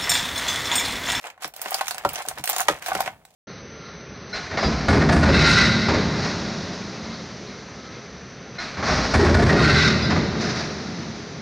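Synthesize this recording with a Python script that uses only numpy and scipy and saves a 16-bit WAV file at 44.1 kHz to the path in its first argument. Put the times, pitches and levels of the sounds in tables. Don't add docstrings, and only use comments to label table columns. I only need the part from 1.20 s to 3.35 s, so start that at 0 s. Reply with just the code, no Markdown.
import sys
import numpy as np
from scipy import signal
from scipy.fft import rfft, irfft
from scipy.io import wavfile

SR = 44100
rng = np.random.default_rng(int(sys.argv[2]) if len(sys.argv) > 2 else 0)


def dump_mix(stems):
    frames = np.atleast_2d(stems).T
    limited = np.clip(frames, -1, 1)
    pcm = np.round(limited * 32767).astype(np.int16)
    wavfile.write(sys.argv[1], SR, pcm)


N = 94815
BURST = 8192
CUTOFF_HZ = 15900
PAN_DB = np.array([[-1.15], [1.15]])

# (time [s], crack level [dB], added tilt [dB/octave], facet pitch [Hz], wall level [dB])
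CREASE_SNAPS = [(0.0405, -36, -7, 2140, -41), (0.069, -36.5, -5.5, 7530, -52),
                (0.101, -39, -5.5, 2230, -51), (0.177, -52, -7, 2000, -47.5),
                (0.221, -39.5, -3, 6900, -35.5), (0.2445, -25.5, -8.5, 5300, -33),
                (0.277, -37, 9, 14000, -44), (0.338, -41, 0, 2930, -44.5), (0.363, -35.5, 1.5, 13400, -44),
                (0.4158, -25.5, 3, 12900, -67), (0.458, -28.5, -11.5, 2780, -29.5),
                (0.507, -27.5, 9, 13700, -43), (0.5185, -29, -12, 1800, -26), (0.543, -19, -2, 5100, -27),
                (0.592, -31.5, -7, 2860, -65), (0.6095, -24, -5, 1300, -18), (0.669, -32, -1, 2200, -40),
                (0.6811, -22.5, -2.5, 6500, -41), (0.7086, -23.5, -2.5, 4570, -31.5),
                (0.745, -33, -2.5, 8000, -33), (0.781, -28.5, -2.5, 2280, -39),
                (0.89, -28, 1.5, 2780, -42.5), (0.9325, -30.5, 12, 12200, -38),
                (0.9566, -26.5, -6, 5900, -38), (1.021, -34.5, -4.5, 7500, -57),
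                (1.051, -46, 8, 2700, -31.5), (1.0851, -22, -1.5, 9200, -46), (1.111, -37, -6, 2020, -29.5),
                (1.239, -23.5, -2, 8950, -30.5), (1.256, -26.5, 4, 13200, -42),
                (1.2752, -22.5, -2, 8800, -41), (1.292, -23.5, 1.5, 13900, -27),
                (1.2971, -18, 2, 14300, -32), (1.33, -27.5, -2.5, 7160, -28),
                (1.363, -23.5, -2, 6750, -26.5), (1.3825, -23, 0.8, 7050, -30.5),
                (1.397, -23.5, -10, 8900, -25), (1.404, -21, 2.5, 6400, -24.5),
                (1.408, -24.5, -10, 1050, -23), (1.415, -28.5, -0.5, 9000, -44),
                (1.4833, -14.5, -7, 6400, -61), (1.623, -33, -5, 2030, -53), (1.661, -27, -4.5, 14400, -32),
                (1.683, -31.5, 2, 6140, -26), (1.717, -31, -16, 4170, -17),
                (1.7505, -23.5, -4.5, 1560, -27), (1.7905, -42, -8, 2700, -25.5),
                (1.805, -24, -2.5, 12200, -16), (1.86, -31, -4.5, 2450, -46),
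                (1.876, -25.5, -9.5, 2530, -24), (2.051, -46, -1.5, 8300, -51)]
# (frequency [Hz], level [dB], t60 [s])
WALL_MODES = [(649, -6.5, 0.04), (755.6, 3.5, 0.037), (903, -5, 0.03), (1060, -6.5, 0.035),
              (1297, -27, 0.064), (1483, -6.5, 0.028)]


def snaps():
    out = np.zeros((2, N))
    for start, crack_db, tilt_db, facet_hz, wall_db in CREASE_SNAPS:
        crack = from_db(crack_db + 0.5 + PAN_DB) * crease_crack(tilt_db + 0.5, facet_hz)
        wall = from_db(wall_db) * ring(WALL_MODES, detune=0.028, build_up_cycles=1.6)
        add(out, start, crack + wall)
    return out


def crease_crack(tilt_db, facet_hz):
    rise_s, decay_s, low_hz, facet_width_hz, likeness = 0.00037, 0.002, 1150, 1170, 0.32
    t = np.arange(BURST) / SR
    hz = np.geomspace(100, SR / 2, 400)
    ripple_db = 2.5 * np.interp(hz, np.linspace(0, SR / 2, 48), rng.standard_normal(48))
    slope_db = tilt_db * np.log2(np.clip(hz, low_hz, CUTOFF_HZ) / low_hz)
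    edge_loss_db = 10 * np.log10(1 + (low_hz / hz) ** 4) + 20 * (hz > CUTOFF_HZ)
    facet_db = 8.5 / (1 + (2 * (hz - facet_hz) / facet_width_hz) ** 2)
    colour_db = slope_db + ripple_db + facet_db - edge_loss_db
    shimmer = from_db(-9) * np.exp(-t / 0.011)
    envelope = (1 - np.exp(-t / rise_s)) * (np.exp(-t / decay_s) + shimmer)
    mid, side = envelope * rng.standard_normal((2, BURST))
    mid[int(2 * rise_s * SR)] += from_db(18) / 2
    return unit_strike(coloured(left_right(mid, side, likeness), np.c_[hz, colour_db]))


# (time [s], level [dB], sharpness of the push [Hz])
POCKET_POPS = [(0.245, -32.5, 593), (.458, -36, 620), (0.8488, -12.5, 850), (1.074, -38, 426),
               (1.195, -40, 250), (1.4847, -13, 2530), (1.4963, -21.5, 463), (1.7511, -26.5, 594),
               (1.859, -29, 760)]
# (frequency [Hz], level [dB], t60 [s])
POCKET_MODES = [(140, -19, 0.14), (198.7, -13.5, 0.07), (313.3, -8.5, 0.058), (398, -9.5, 0.068),
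                (565, 0, 0.044), (774.6, 3, 0.041), (957, 2.5, 0.029), (1257, -5.5, 0.076),
                (1350, 0, 0.039), (1560, -6, 0.061), (1875, 0.5, 0.039)]


def pops():
    flip_s, shove_max_hz, shove_cycles = 0.003604, 790, 1.25
    out, t = np.zeros((2, N)), np.arange(BURST) / SR
    hz, mode_db, t60 = np.transpose(POCKET_MODES)
    for start, level_db, sharp_hz in POCKET_POPS:
        cycles = min(sharp_hz, shove_max_hz) * (t - flip_s)
        swell = np.exp(-(cycles / shove_cycles) ** 2) * np.minimum(t / flip_s, 1)
        shove = from_db(3.5) * swell * np.sin(2 * np.pi * cycles)
        rim_band = signal.butter(1, [sharp_hz, 2 * sharp_hz], "band", fs=SR)
        burst = stereo_noise(BURST) * np.exp(-t / (2 * flip_s))
        crack = from_db(-9.5) * unit_strike(signal.lfilter(*rim_band, burst))
        loss_db = 10 * np.log10((1 + (hz / sharp_hz) ** 6) * (1 + (0.15 * sharp_hz / hz) ** 2))
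        hollow = ring(np.c_[hz, mode_db - loss_db, t60], detune=0.012, build_up_cycles=2.5)
        add(out, start, from_db(level_db) * (hollow + shove + crack))
    return out


# (time [s], rustle level [dB], fizz level [dB])
FLEXING = [(0, -61.5, -49), (0.06, -37.5, -45), (0.175, -71.5, -72), (0.235, -39.5, -30.5),
           (0.32, -67, -57), (0.41, -44, -40.5), (0.55, -40, -31), (0.66, -48, -37.5), (0.82, -46.5, -48.5),
           (0.92, -43.5, -41.5), (0.97, -37.5, -32.5), (1.04, -52.5, -39.5), (1.09, -44, -36.5),
           (1.15, -55.5, -47.5), (1.185, -37.5, -33), (1.225, -57, -52.5), (1.3, -36.5, -24.5),
           (1.41, -41, -28.5), (1.45, -48.5, -37.5), (1.52, -33, -32.5), (1.6, -54, -48.5),
           (1.69, -35, -31.5), (1.87, -42, -33.5), (1.97, -61.5, -77), (2.15, -74.5, -55)]
# (frequency [Hz], level [dB])
RUSTLE_SPECTRUM = [(200, -30.5), (350, -13), (500, -6.5), (750, 1.5), (1150, -4.5), (2300, -6.5),
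                   (4000, -18), (16000, -86)]
# (frequency [Hz], level [dB])
FIZZ_SPECTRUM = [(500, -46), (2000, 10.5), (3200, 11), (7000, 8.5), (11000, 4), (14000, 4.5), (16000, -5)]


def crackle():
    rustle_db, fizz_db = in_time(FLEXING)
    rubs = grains(per_s=1900, spread_db=5, grain_s=0.0014)
    creases = grains(per_s=560, spread_db=4.8, grain_s=0.0033)
    rustle = from_db(rustle_db + 3) * unit_rms(coloured(rubs, RUSTLE_SPECTRUM))
    fizz = from_db(fizz_db - 5.5 + PAN_DB) * unit_rms(coloured(creases, FIZZ_SPECTRUM))
    return rustle + fizz


def finger_slide():
    start_s, end_s, slips_per_s, slip_decay_s = 0.985, 1.021, 260, 0.0021
    t = np.arange(N) / SR
    since_slip = (t - start_s) % (1 / slips_per_s)
    slips = np.exp(-since_slip / slip_decay_s) * (t > start_s) * (t < end_s)
    rub = stereo_noise(N)
    return from_db(-28) * coloured(slips * rub, RUSTLE_SPECTRUM) / np.std(coloured(rub, RUSTLE_SPECTRUM))


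# (time [s], level [dB])
BUMPS = [(0, -71), (.83, -59.5), (.865, -39), (1.02, -65), (1.2, -49.5), (1.26, -63), (1.47, -57),
         (1.51, -45), (1.63, -60.5), (1.74, -47), (1.93, -52.5), (2.15, -72.5)]
# (frequency [Hz], level [dB])
THUD_SPECTRUM = [(25, -24), (50, 3), (75, 1), (170, 1.5), (1200, -25.5)]


def table_bumps():
    level_db, = in_time(BUMPS)
    return from_db(level_db) * unit_rms(coloured(stereo_noise(N), THUD_SPECTRUM))


# (frequency [Hz], gain [dB])
REFLECTION_COLOUR = [(400, -5.5), (5000, -6), (16000, -8.5)]


def reflections(direct):
    t60_s, delay_s = 0.12, 0.0057
    t = np.arange(2 * BURST) / SR
    tail = stereo_noise(2 * BURST) * np.exp(-np.log(1000) * t / t60_s) * (t > delay_s)
    tail = coloured(tail / np.sqrt(np.sum(tail ** 2) / 2), REFLECTION_COLOUR)
    return from_db(-5) * signal.fftconvolve(direct, tail, axes=1)[:, :N]


# (frequency [Hz], level [dB])
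AIR_SPECTRUM = [(170, -21.5), (700, 10), (3000, -38.5)]


def room_tone():
    return from_db(-63.5) * unit_rms(coloured(stereo_noise(N), AIR_SPECTRUM))


# (frequency [Hz], correlation [0-1])
MIC_LIKENESS = [(750, 0.93), (1500, 1), (4000, 0.18)]


def stereo_noise(size):
    mid, side = rfft(rng.standard_normal((2, size)))
    return irfft(left_right(mid, side, per_bin(MIC_LIKENESS, size)), size)


def left_right(mid, side, likeness):
    return np.sqrt((1 + likeness) / 2) * mid + np.sqrt((1 - likeness) / 2) * side * [[1], [-1]]


def ring(modes, detune, build_up_cycles, scatter_db=2):
    hz, db, t60 = np.transpose(modes)[:, :, None]
    t = np.arange(BURST) / SR
    tuning, strength = rng.standard_normal((2, len(hz), 1))
    phase = rng.random((len(hz), 1))
    envelope = (1 - np.exp(-t * hz / build_up_cycles)) * np.exp(-np.log(1000) * t / t60)
    tones = np.sin(2 * np.pi * (hz * (1 + detune * tuning) * t + phase))
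    return unit_strike(np.sum(from_db(db + scatter_db * strength) * envelope * tones, 0))


def grains(per_s, spread_db, grain_s):
    onsets = rng.random(N) < per_s / SR
    sizes = onsets * from_db(spread_db * np.minimum(rng.exponential(1, N), 3.5))
    power = signal.lfilter([1], [1, -np.exp(-2 / (grain_s * SR))], sizes ** 2 + 1e-18)
    return np.sqrt(power) * stereo_noise(N)


def coloured(x, curve):
    n = x.shape[-1]
    size = 2 ** int(np.ceil(np.log2(n + BURST)))
    cepstrum = irfft(np.log(from_db(per_bin(curve, size))))
    cepstrum[1:size // 2] *= 2
    cepstrum[size // 2 + 1:] = 0
    return irfft(rfft(x, size) * np.exp(rfft(cepstrum)))[..., :n]


def per_bin(curve, size):
    hz, values = np.transpose(curve)
    bin_hz = np.maximum(np.arange(size // 2 + 1) * SR / size, 1)
    return np.interp(np.log(bin_hz), np.log(hz), values)


def in_time(rows):
    times, *columns = np.transpose(rows)
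    return [np.interp(np.arange(N) / SR, times, column) for column in columns]


def from_db(db):
    return 10 ** (np.asarray(db) / 20)


def unit_rms(x):
    return x / np.sqrt(np.mean(x ** 2) + 1e-20)


def unit_strike(x):
    return x / np.sqrt(np.mean(x ** 2) * BURST / 265 + 1e-20)


def add(out, start_s, burst):
    i = int(start_s * SR)
    out[:, i:i + BURST] += burst[..., :N - i]


def scene():
    lag_samples = 5
    tray = snaps() + pops() + crackle() + finger_slide()
    left, right = tray + reflections(tray) + table_bumps() + room_tone()
    return np.array([np.pad(left, (lag_samples, 0))[:N], right])


def record(dry):
    lowpass = signal.ellip(10, 0.1, 75, CUTOFF_HZ, fs=SR, output="sos")
    return signal.sosfilt(lowpass, np.clip(dry, -1, 1))


dry = scene()
out = record(dry)
dump_mix(out)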